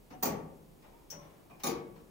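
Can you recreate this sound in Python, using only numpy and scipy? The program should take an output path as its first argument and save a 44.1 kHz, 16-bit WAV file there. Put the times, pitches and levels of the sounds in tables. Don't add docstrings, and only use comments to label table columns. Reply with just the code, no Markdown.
import sys
import numpy as np
from scipy import signal
from scipy.fft import rfft, irfft
from scipy.io import wavfile

SR = 44100
rng = np.random.default_rng(int(sys.argv[2]) if len(sys.argv) > 2 else 0)


def wav_out(sig):
    wavfile.write(sys.argv[1], SR, np.round(np.clip(np.atleast_2d(sig).T, -1, 1) * 32767).astype(np.int16))


N = 92610

# frequency in Hz, relative density in dB per Hz.
ROOM_TONE = [(10, -38), (25, -15), (40, -4), (52, -10.5), (65, -4), (95, -14), (130, -5), (200, -8),
             (400, -7.5), (600, -15), (1000, -19.5), (1500, -27.5), (2300, -28), (4500, -32), (7000, -33),
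             (11000, -33.5), (15800, -31.5)]
# frequency in Hz, likeness from 0 to 1.
ROOM_TONE_LIKENESS = [(40, 0.76), (200, 0.28), (700, 0.095), (4000, 0.1), (7000, 0.94), (15000, 1)]
# frequency in Hz, t60 in s.
ROOM_DECAY = [(60, 1.0), (160, 0.87), (300, 0.83), (600, 0.7), (1100, 0.54), (2200, 0.51), (4000, .32),
              (7000, 0.28), (11000, 0.22), (15500, 0.18)]
# frequency in Hz, rise time constant in s.
ROOM_RISE = [(80, .02), (250, 0.012), (600, 0.0073), (1200, 0.004), (4000, 0.0023), (15000, 0.003)]
# frequency in Hz, left minus right in dB.
CLOCK_PAN = [(50, 4), (180, 1.5), (400, 6), (900, 1.5), (1500, 3.5), (2500, -1), (4500, 2.5), (6000, 9.5),
             (9000, -3.5), (15000, -5.5)]
# frequency in Hz, likeness from 0 to 1.
CLOCK_LIKENESS = [(50, 0.9), (170, 1), (350, 0.9), (700, 0.11), (2500, 0.025), (6000, 0.088), (9000, 0.57),
                  (14000, 0.99)]
# start in seconds, level before build-up and decay in dB,
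# treble tilt in dB per octave, bass lift in dB, share of the room's decay time (ratio).
GEAR_KNOCKS = [(.102, -50, 2, 11.5, 0.83), (.119, -49.5, 0.5, 10, 0.61), (.822, -62.5, 3, 7, 2.5),
               (.839, -57.5, -2.5, -8, 1.13), (1.122, -46.5, -1.5, -17, 0.31), (1.14, -52.5, -1, 3, 1.52),
               (1.207, -60, 2, 2, 3), (1.497, -53, -0.5, -0.5, 0.98), (1.595, -56, 5, -1, 2),
               (1.955, -59, 3, 12, 1.16)]
# frequency in Hz, relative density in dB per Hz.
GEAR_COLOUR = [(50, -10), (130, -4), (230, -1), (400, -4.5), (600, -2), (900, -2), (1500, -12.5),
               (2500, -16.5), (4000, -25), (6000, -28), (9000, -48), (16000, -37)]
# start in seconds, frequency in Hz, level in dB, t60 in s.
SMALL_RINGS = [(0.13, 745, -49, .28), (0.11, 240, -44, 0.3), (0.13, 5900, -64.5, 0.11),
               (0.93, 930, -61.5, 0.43), (1.129, 159, -53, 0.72), (1.127, 575, -56.5, 0.82),
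               (1.17, 1057, -58.5, 0.54), (1.505, 2420, -60.5, 0.25)]
# start in seconds, level before build-up and decay in dB,
# bass lift in dB, rebound delay in s, rebound relative to the blow in dB, rebound bass lift in dB,
# frame ring level in dB, steel ring level in dB.
ESCAPEMENT_BEATS = [(0.2257, -28, -2, .027, -3.5, 2, -44, -47.5),
                    (1.6342, -32.5, -6, .032, 1, 2.5, -45.5, -51)]
# frequency in Hz, relative density in dB per Hz.
TICK_COLOUR = [(29, -53), (50, -17), (239, -3.5), (304, -6), (406, -4.5), (707, -8.5), (922, -7.5),
               (1140, -12), (1230, -14), (1640, -21), (2300, -21.5), (2720, -24), (3820, -28),
               (4520, -18.5), (5090, -25.5), (5890, -18), (6330, -19), (6970, -23.5), (11000, -29.5),
               (14700, -13.5), (15800, -20)]
# frequency in Hz, relative density in dB per Hz.
TOCK_COLOUR = [(29, -69), (50, -27), (148, -11), (319, -9), (369, -1), (416, -18), (458, 1.5), (530, -20),
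               (779, -12.5), (1040, -18), (1170, -15.5), (1640, -25.5), (2300, -25), (2930, -27),
               (3820, -24), (6800, -23.5), (8650, -41), (10200, -26.5), (13300, -40), (14700, -23.5),
               (15800, -30)]
# frequency in Hz, t60 in s, dB in the tick, dB in the tock,
# both relative to the beat's frame ring level.
FRAME_MODES = [(160.5, 1.4, -1, -6), (184.5, 1.9, -20, -9), (209.2, 0.96, -2.5, -1),
               (247.6, 0.56, 5.5, 2.5), (385.6, 0.61, 0, 1.5), (406.6, 0.62, 5.5, -23),
               (458, 0.88, -5, -1.5), (544.5, 0.85, -2, -4.5), (567.5, 0.95, -11, -6),
               (815.4, 0.31, -2, 4.5), (913, 0.51, 5.5, -3), (1131, 0.7, -0.5, 1.5), (1179, 0.67, -11, -9),
               (1220, 0.4, -30, 3.5)]
# frequency in Hz, t60 in s, dB in the tick, dB in the tock,
# both relative to the beat's steel ring level.
STEEL_MODES = [(2215, 0.56, -17, -8), (2413, 0.34, -5, -2.5), (3709, 0.1, -8, 6), (4550, 0.14, 0, -11),
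               (5870, .22, 0.5, -1), (6365, 0.13, 1, 6.5), (6820, .17, 4, 3.5), (9850, 0.098, -6, 6),
               (12300, 0.21, -4, -1.5), (13902, .16, 0, -10), (15200, 0.097, 3, 6), (15400, 0.14, 10, 7),
               (15354, 0.12, 11, -1)]
# frequency in Hz, relative density in dB per Hz.
CATCH_COLOUR = [(880, -56), (1500, -19.5), (2630, -23.5), (3430, -23), (3710, -30), (4800, -19), (5780, -5),
                (7260, -17), (9010, -27), (9850, -22), (13600, -24), (14700, -22), (15800, -11.5)]
# frequency in Hz, t60 in s, level relative to CATCH_RING_DB in dB.
CATCH_PINGS = [(5560, 0.24, -4), (5690, 0.22, -5.5), (5850, 0.37, -5), (6020, 0.31, -3.5), (6255, 0.13, -8),
               (6550, 0.16, -14), (15130, .12, -4), (15640, 0.12, -10)]

AIR_DB, HUM_HZ, HUM_DB = -60, 38, -67.5
EARLY, EARLY_S = 0.25, 0.019
RATTLE, RATTLE_S = 0.33, 0.003
RIPPLE_DB, RIPPLE_HZ = 3.5, 104
CATCH_S, CATCH_DB, CATCH_RING_DB = 1.1008, -41.5, -48.5
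CATCH_DAMPING = 0.85
EDGE_HZ = 15850


def amp(db):
    return 10 ** (np.asarray(db) / 20)


def evened(x):
    return x / np.sqrt(np.mean(x ** 2) + 1e-20)


def read(points, hz):
    f, value = np.transpose(points)
    f = np.maximum.accumulate(f)
    return np.interp(np.log(hz + 1), np.log(f + 1), value)


def add(mix, s, sound):
    start = max(round(s * SR), 0)
    part = mix[:, start:][:, :sound.shape[1]]
    part += sound[:, :part.shape[1]]


def wobble(size, width):
    smoothing = np.exp(-(np.fft.rfftfreq(size) * width * 2) ** 2)
    return evened(irfft(rfft(rng.standard_normal(size)) * smoothing, size))


def sides(hz):
    gains = amp(np.outer([0.5, -0.5], read(CLOCK_PAN, hz)))
    return gains / np.sqrt((gains ** 2).mean(0))


def noise_pair(likeness, hz):
    a, b = np.exp(2j * np.pi * rng.random((2, len(hz))))
    turn = np.arccos(np.clip(read(likeness, hz), -1, 1)) / 2
    shared, apart = a * np.cos(turn), b * np.sin(turn)
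    return np.array([shared + apart, shared - apart])


def decay(t, t60):
    return np.exp(-np.log(1000) * t / t60)


def clunk(colour, tilt_db=0, bass_db=0, damping=1, size=65536, count=14):
    t, hz = np.arange(size) / SR, np.fft.rfftfreq(size, 1 / SR)
    shade = tilt_db * np.log2((hz + 1) / 800)
    shade += bass_db / (1 + (hz / 350) ** 4)
    shade += RIPPLE_DB * wobble(len(hz), RIPPLE_HZ / hz[1]) * hz / (hz + 1000)
    coloured = noise_pair(CLOCK_LIKENESS, hz) * sides(hz) * amp(read(colour, hz) + shade)
    spectrum = rfft(evened(irfft(coloured)))
    chatter = np.exp(RATTLE * wobble(size, RATTLE_S * SR) * np.exp(-t / 0.02))

    centres = np.geomspace(70, 15000, count)
    out = np.zeros((2, size))
    for f, pick in zip(centres, np.eye(count)):
        band = irfft(spectrum * np.interp(hz, centres, pick))
        band = band * chatter ** (f / (f + 1000))
        rise = 1 - np.exp(-t / read(ROOM_RISE, f))
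        out += band * rise * decay(t, read(ROOM_DECAY, f) * damping)
    return out * (1 + EARLY * np.exp(-t / EARLY_S))


def ring(hz, t60, db, blur=0.31, blur_hz=22, size=65536):
    t, f = np.arange(size) / SR, np.fft.fftfreq(size, 1 / SR)
    random_phase = np.exp(2j * np.pi * rng.random((2, size)))
    echoes = np.fft.ifft(random_phase / (1 + (f / blur_hz) ** 4))
    echoes /= np.sqrt(np.mean(abs(echoes) ** 2))
    apart = np.arccos(np.clip(read(CLOCK_LIKENESS, hz), -1, 1)) * np.array([[0.5], [-0.5]])
    apart = apart * rng.choice([-1, 1])
    carrier = np.exp(2j * np.pi * (hz * t + rng.random()))
    wave = ((np.exp(1j * apart) + blur * echoes) * carrier).real
    rise = 1 - np.exp(-t / read(ROOM_RISE, hz))
    return np.sqrt(2) * amp(db) * sides(hz) * wave * rise * decay(t, t60)


def background():
    hz = np.fft.rfftfreq(N, 1 / SR)
    air = evened(irfft(noise_pair(ROOM_TONE_LIKENESS, hz) * amp(read(ROOM_TONE, hz)), N))
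    hum_band = 1 / (1 + ((hz - HUM_HZ) / 3) ** 2)
    hum = evened(irfft(noise_pair(ROOM_TONE_LIKENESS, hz) * hum_band, N))
    return amp(AIR_DB) * air + amp(HUM_DB) * hum


def gear_train():
    out = np.zeros((2, N))
    for s, db, tilt_db, bass_db, damping in GEAR_KNOCKS:
        add(out, s, amp(db) * clunk(GEAR_COLOUR, tilt_db, bass_db, damping))
    for s, hz, db, t60 in SMALL_RINGS:
        add(out, s, ring(hz, t60, db, blur=0.79, blur_hz=0.05 * hz))
    return out


def escapement():
    out = np.zeros((2, N))
    colours = (TICK_COLOUR, TOCK_COLOUR)
    for k, (beat, colour) in enumerate(zip(ESCAPEMENT_BEATS, colours)):
        s, db, bass_db, after, rebound_db, rebound_bass_db, frame_db, steel_db = beat
        blow = clunk(colour, tilt_db=0.9, bass_db=bass_db)
        add(out, s, amp(db) * blow)
        rebound = clunk(colour, tilt_db=0, bass_db=rebound_bass_db, damping=0.99)
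        add(out, s + after, amp(db + rebound_db) * rebound)
        for hz, t60, *strength in FRAME_MODES:
            add(out, s, ring(hz, t60, frame_db + strength[k], blur=0.61, blur_hz=15))
        for hz, t60, *strength in STEEL_MODES:
            mode_db = steel_db + strength[k]
            add(out, s, ring(hz, t60, mode_db, blur=1.2, blur_hz=70))
            add(out, s + after, ring(hz, t60, mode_db + rebound_db, blur=1.2, blur_hz=70))
    return out


def catch():
    out = np.zeros((2, N))
    add(out, CATCH_S, amp(CATCH_DB) * clunk(CATCH_COLOUR, damping=CATCH_DAMPING))
    for hz, t60, db in CATCH_PINGS:
        add(out, CATCH_S, ring(hz, t60, CATCH_RING_DB + db, blur=1.1, blur_hz=70.6))
    return out


def scene():
    return background() + gear_train() + escapement() + catch()


def record(dry):
    low_pass = signal.firwin(511, EDGE_HZ, window=("kaiser", 9), fs=SR)
    return signal.oaconvolve(dry, low_pass[None], "same")


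dry = scene()
out = record(dry)
wav_out(out)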